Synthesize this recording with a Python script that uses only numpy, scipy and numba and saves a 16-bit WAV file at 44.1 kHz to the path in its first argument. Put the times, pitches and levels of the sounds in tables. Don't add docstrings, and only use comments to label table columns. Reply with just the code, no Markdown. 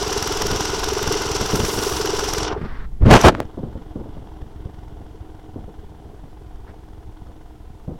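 import sys
import numpy as np
from scipy import signal
from scipy.fft import rfft, irfft, next_fast_len
from scipy.io import wavfile
from scipy.ndimage import uniform_filter1d
from numba import njit

SR = 44100
rng = np.random.default_rng(int(sys.argv[2]) if len(sys.argv) > 2 else 0)


def master(y):
    cut = np.clip(np.atleast_2d(y).T, -1, 1)
    pcm = np.round(cut * 32767)
    wavfile.write(sys.argv[1], SR, pcm.astype(np.int16))


N = 352355
TIME = np.arange(N) / SR

# time_s, firing_rate_hz
ENGINE_SPEED = [(0.0, 20.41), (0.29, 20.48), (0.53, 21.35), (0.92, 21.49), (1.34, 20.44), (1.99, 22.57),
                (2.54, 20.13), (3.4, 21.01), (4.04, 22.66), (4.41, 20.31), (4.68, 22.23), (5.4, 20.79),
                (5.87, 19.03), (6.34, 22.49), (6.79, 21.06), (7.79, 20.52), (8.0, 22.52)]
# frequency_hz, gain_db
CASING_SPECTRUM = [(130, -2), (250, -1.5), (480, 1.5), (570, -5.5), (760, 4), (825, -1), (895, -1),
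                   (1200, -2), (1450, -2), (1800, -11), (2350, -13), (2950, -7.5), (4200, -14.5),
                   (8000, -31)]
# pitch_hz, width_hz, gain_db
FIN_MODES = [(893, 14, 10), (995, 30, 5.5), (1460, 21, 1), (2070, 34, -5), (2836, 98, -7.5),
             (3520, 190, -10.5), (5500, 43, 5), (5830, 170, 3)]
# frequency_hz, gain_db
PUFF_SPECTRUM = [(700, -17), (1350, 7.5), (2100, -2), (3200, -3.5), (4300, -4), (5700, 9), (7500, -5),
                 (9000, -13.5), (11000, -4.5), (12000, -5), (13000, -8), (15500, -17)]
# frequency_hz, gain_db
SILENCER_SPECTRUM = [(2000, -17), (4200, -10.5), (5100, -5.5), (5750, -4), (6600, -12.5), (7600, -14),
                     (9000, -22), (12000, -25.5), (15500, -43)]
# start_s, length_s, gain_db
TINE_BITES = [(1.475, .53, -35.5), (2.153, 0.38, -44.5)]
# frequency_hz, gain_db
GRIT_SPECTRUM = [(1500, -9), (3500, -4.5), (7000, 4), (10000, 3), (13000, -1), (15500, -2.5)]
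# frequency_hz, gain_db
LEAK_SPECTRUM = [(30, 19.5), (70, 13.5), (150, 10), (310, 5.5), (410, 2), (520, -1.5), (700, 1), (950, -5),
                 (1250, -10.5), (2000, -10), (2550, -18.5), (3250, -10), (4000, -17), (5700, -27)]
# start_s, length_s, level_db, corner_hz
PORT_RUBS = [(2.615, 0.049, -26.5, 210), (2.662, 0.36, -27, 24), (3.017, 0.035, -9, 70),
             (3.06, 0.044, -5, 185), (3.109, 0.055, 2.5, 680), (3.167, 0.071, -23.5, 1700),
             (3.248, 0.039, 2.5, 760), (3.308, .12, -27, 372)]
# start_s, peak_db, swing_hz, click_db
SKIN_SNAPS = [(3.011, -12, 70, -60), (3.3503, -8, 1140, -35), (3.403, -5, 533, -12)]
# start_s, knock_gain_db,
# push_gain_db
HAND_BUMPS = [(0.426, -18.5, -39), (0.523, -18.5, -20), (1.074, -17, -20.5), (1.409, -15, -20),
              (1.533, -9.5, -19.5), (1.599, -13.5, -17), (1.635, -20.5, -21), (1.763, -15, -29.5),
              (2.423, -38, -24), (3.573, -18.5, -34), (3.632, -18.5, -40), (3.754, -22, -29),
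              (3.957, -19, -51), (4.006, -26.5, -45), (4.057, -26.5, -41), (4.219, -36.5, -41),
              (4.424, -34, -24), (4.656, -28.5, -24.5), (5.56, -22.5, -38), (5.678, -30, -38),
              (6.056, -31.5, -45), (6.232, -31.5, -40), (7.089, -47.5, -31.5), (7.879, -22, -26),
              (7.908, -29, -27)]
# frequency_hz, gain_db
PHONE_CASE_SPECTRUM = [(40, -3), (130, 2.5), (280, -1), (500, -6.5), (750, -18.5), (1200, -29), (3000, -77),
                       (8000, -94)]
# start_s, length_s, level_db
SKIN_GLIDES = [(2.562, 0.293, -40.5), (6.673, 0.046, -48)]
# frequency_hz, gain_db
GLIDE_SPECTRUM = [(300, 6), (700, -1.5), (1200, 4), (1900, -0.5), (2400, -10), (3600, -14.5), (5800, -24),
                  (7000, -55), (14000, -55)]
# frequency_hz, gain_db
BUFFET_SPECTRUM = [(10, 4), (28, 6.5), (60, 3.5), (120, -12.5), (250, -30), (600, -43), (2000, -84)]
# frequency_hz, gain_db
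SELF_NOISE_SPECTRUM = [(100, 4), (1500, 10.5), (4000, 2.5), (8000, -0.5), (15500, -5)]

COVER_S, COVER_TAKES_S, SLIP_S, SLIP_LASTS_S = 2.376, .33, 3.12, .18


def intake_honk(cycle):
    gulp = strokes(cycle, place=-.385, scatter_db=3.1, jitter_s=0.00021)
    rush = rng.standard_normal(N) * window(cycle, place=-0.37, width=0.22)
    pulse, air_flow = (ring(ring(ring(x, 420, 85), 413, 100), 394, 140) for x in (gulp, rush))
    return level(pulse, -1) + level(air_flow, -8)


def clatter(cycle):
    combustion = window(cycle, place=-0.0446, width=0.12) * undb(2 * walk(21))
    force = 1 + 0.65 * combustion + 0.81 * window(cycle, place=0.33, width=0.086)
    contacts = rattle(cycle, fresh=0.96) * force * undb(2 * walk(260))
    casing = colour(contacts, CASING_SPECTRUM)
    fins = sum(undb(db) * ring(contacts, hz, width_hz) for hz, width_hz, db in FIN_MODES)
    frame = ring(ring(contacts, 312.8, 23.6), 306.5, 29.8)
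    return level(casing, -0.36) + level(ring(fins, 2000, 10600), -7.5) + level(frame, -12)


def rattle(cycle, fresh):
    restarts = np.diff(np.floor(cycle + .5), prepend=0) > 0
    age = np.arange(N) - np.maximum.accumulate(np.where(restarts, np.arange(N), 0))
    pattern = level(irfft(np.exp(2j * np.pi * rng.random(SR // 40))), 0)
    return pattern[age % len(pattern)] + fresh * rng.standard_normal(N)


def exhaust(cycle):
    blow = strokes(cycle, place=-0.073, scatter_db=3, jitter_s=0.00085)
    thud = ring(ring(blow, 66, 70), 105, 140)
    burst = rng.standard_normal(N) * window(cycle, place=0.0079, width=0.039)
    puff = colour(burst * undb(4.1 * walk(20.97)), PUFF_SPECTRUM)
    flow = 1 + 1.14 * window(cycle, place=-0.0036, width=0.081)
    flow += 0.33 * window(cycle, place=-0.33, width=0.29)
    hiss = colour(rng.standard_normal(N) * flow * undb(2 * walk(120)), SILENCER_SPECTRUM)
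    return level(thud, -6.5) + level(puff, -7) + level(hiss, -3.1)


def combustion_knock(cycle):
    firing = rng.standard_normal(N) * window(cycle, place=-0.072, width=0.05)
    return level(ring(ring(firing, 840, 760), 910, 920), -12)


def tines():
    crumbs = rng.standard_normal(N) * undb(2.6 * walk(500) + 2 * walk(31.62))
    bite = sum(undb(db) * swell(start, length, edge_s=0.16) for start, length, db in TINE_BITES)
    return level(colour(crumbs, GRIT_SPECTRUM), 0) * bite


def drawing_away(leaves_s=3.1, near_m=1.4, speed_m_per_s=0.37):
    distance_m = near_m + speed_m_per_s * np.maximum(TIME - leaves_s, 0)
    return near_m / distance_m


def port_opening():
    slip = swell(SLIP_S, SLIP_LASTS_S, edge_s=0.035)
    return np.clip(1 - ramp(COVER_S, COVER_TAKES_S) + slip, 0, 1)


def past_finger(intake, knock, body, soil):
    engine_gain_db, shut_hz, sweep_hz = -28, 20, 16600
    pressed_db, resting_db = -48.12, -35.12
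    free = port_opening()
    outside = (intake + knock + body) * undb(engine_gain_db) + soil
    through_port = lowpass(outside, shut_hz + sweep_hz * free ** 3.68)
    leak = level(colour(body + undb(-9) * intake + undb(5) * knock, LEAK_SPECTRUM), 0)
    leak_db = pressed_db + (resting_db - pressed_db) * ramp(SLIP_S, SLIP_LASTS_S)
    return through_port + leak * (1 - free) * undb(leak_db)


def finger_rubs(attack_s=.005, release_s=0.0062, rasp_ratio=4.14, rasp_db=-24.5):
    out = np.zeros(N)
    slips = rng.standard_normal(N) * undb(2 * walk(300))
    for start, length, db, hz in PORT_RUBS:
        corner_hz = np.full(N, float(hz))
        grain = lowpass(slips, corner_hz) + undb(rasp_db) * lowpass(slips, rasp_ratio * corner_hz)
        fade = np.maximum((start - TIME) / attack_s, (TIME - start - length) / release_s)
        touch = np.exp(-np.clip(fade, 0, 20))
        out += undb(db) * touch * grain / np.sqrt(np.average(grain ** 2, weights=touch))
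    return out


def skin_snaps(click_decay_s=0.00025):
    out, t = np.zeros(N), np.arange(SR // 4) / SR
    for start, db, hz, click_db in SKIN_SNAPS:
        add(out, start, undb(db) * push(t, hz) + undb(click_db) * np.exp(-t / click_decay_s))
    return out


def hand_bumps(shudder_t60_s=0.2):
    out, shudder, t = np.zeros(N), np.zeros(N), np.arange(SR // 4) / SR
    for start, knock_db, push_db in list(HAND_BUMPS) + grip_shifts():
        add(shudder, start, undb(knock_db) * np.exp(-np.log(1000) * t / shudder_t60_s))
        add(out, start, undb(knock_db - 5.5) * push(t, hz=257))
        add(out, start, undb(push_db + 4.5) * push(t, hz=79))
    return out + undb(12.5) * colour(shudder * rng.standard_normal(N), PHONE_CASE_SPECTRUM)


def grip_shifts(count=14, knock_gain_db=-34.5, push_gain_db=-37, scatter_db=3):
    offset_db = rng.standard_normal((count, 2)) * scatter_db
    starts = (np.arange(count) + rng.random(count)) / count * TIME[-1]
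    return list(zip(starts, knock_gain_db + offset_db[:, 0], push_gain_db + offset_db[:, 1]))


def finger_glides():
    touch = sum(undb(db) * swell(start, length, edge_s=0.032) for start, length, db in SKIN_GLIDES)
    friction = rng.standard_normal(N) * undb(2 * walk(68))
    return level(colour(friction, GLIDE_SPECTRUM), 0) * touch


def air_buffet(open_db=-33.5, covered_db=-39.5):
    gusts = rng.standard_normal(N) * undb(2.6 * walk(10))
    return level(colour(gusts, BUFFET_SPECTRUM), covered_db + (open_db - covered_db) * port_opening())


def microphone_hiss():
    return level(colour(rng.standard_normal(N), SELF_NOISE_SPECTRUM), -62.5)


def window(cycle, place, width):
    offset = (cycle - place + .5) % 1 - .5
    return np.exp(-(offset / width) ** 2 / 2)


def strokes(cycle, place, scatter_db, jitter_s):
    onsets = np.flatnonzero(np.diff(np.floor(cycle - place)) > 0)
    chance = rng.standard_normal((len(onsets), 2))
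    onsets += (jitter_s * SR * chance[:, 0]).astype(int)
    out = np.zeros(N)
    out[np.clip(onsets, 0, N - 1)] = undb(scatter_db * chance[:, 1])
    return out


def push(t, hz):
    swing = np.sin(2 * np.pi * hz * t) * np.exp(-2.5 * hz * t) * (1 - np.exp(-8 * hz * t))
    return -swing / np.abs(swing).max()


def ramp(start_s, length_s):
    return np.clip((TIME - start_s) / length_s, 0, 1)


def swell(start_s, length_s, edge_s):
    rise = ramp(start_s - edge_s / 2, edge_s)
    fall = ramp(start_s + length_s - edge_s / 2, edge_s)
    return np.sin(np.pi / 2 * (rise - fall)) ** 2


def walk(rate_hz):
    hold = int(SR / rate_hz)
    steps = np.repeat(rng.standard_normal(N // hold + 1), hold)
    return uniform_filter1d(steps, hold)[:N] * np.sqrt(3 / 2)


def colour(x, spectrum):
    hz, db = np.transpose(spectrum)
    size = next_fast_len(N + SR // 2)
    bins_hz = np.maximum(np.fft.rfftfreq(size, 1 / SR), 1)
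    gain = undb(np.interp(np.log(bins_hz), np.log(hz), db))
    return irfft(rfft(x, size) * gain, size)[:N]


def ring(x, hz, width_hz):
    return signal.lfilter(*signal.iirpeak(hz, hz / width_hz, fs=SR), x)


@njit
def lowpass(x, hz):
    y, band, low = np.empty(len(x)), 0., 0.
    for i in range(len(x)):
        g = np.tan(np.pi * min(hz[i], .45 * SR) / SR)
        v = (band + g * (x[i] - low)) / (1 + g * (g + 1.3))
        y[i] = low + g * v
        band, low = 2 * v - band, 2 * y[i] - low
    return y


def undb(db):
    return 10 ** (np.asarray(db) / 20)


def level(x, db):
    return x * undb(db) / np.sqrt(np.mean(x ** 2) + 1e-18)


def add(out, start_s, sound):
    i = int(start_s * SR)
    out[i:i + len(sound)] += sound[:N - i]


def scene():
    firing_rate_hz = np.interp(TIME, *np.transpose(ENGINE_SPEED))
    cycle = .36 + np.cumsum(firing_rate_hz) / SR
    intake = intake_honk(cycle)
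    body = clatter(cycle) + exhaust(cycle)
    knock = combustion_knock(cycle)
    machine = past_finger(intake, knock, body, tines()) * drawing_away()
    handling = finger_glides() + finger_rubs() + skin_snaps() + hand_bumps()
    return (machine + handling + air_buffet() + microphone_hiss())[None]


def record(dry):
    clip_level, top_hz = .71, 15900
    treble_cut = signal.ellip(8, .2, 70, top_hz, fs=SR, output="sos")
    return signal.sosfilt(treble_cut, np.clip(dry, -clip_level, clip_level))


dry = scene()
out = record(dry)
master(out)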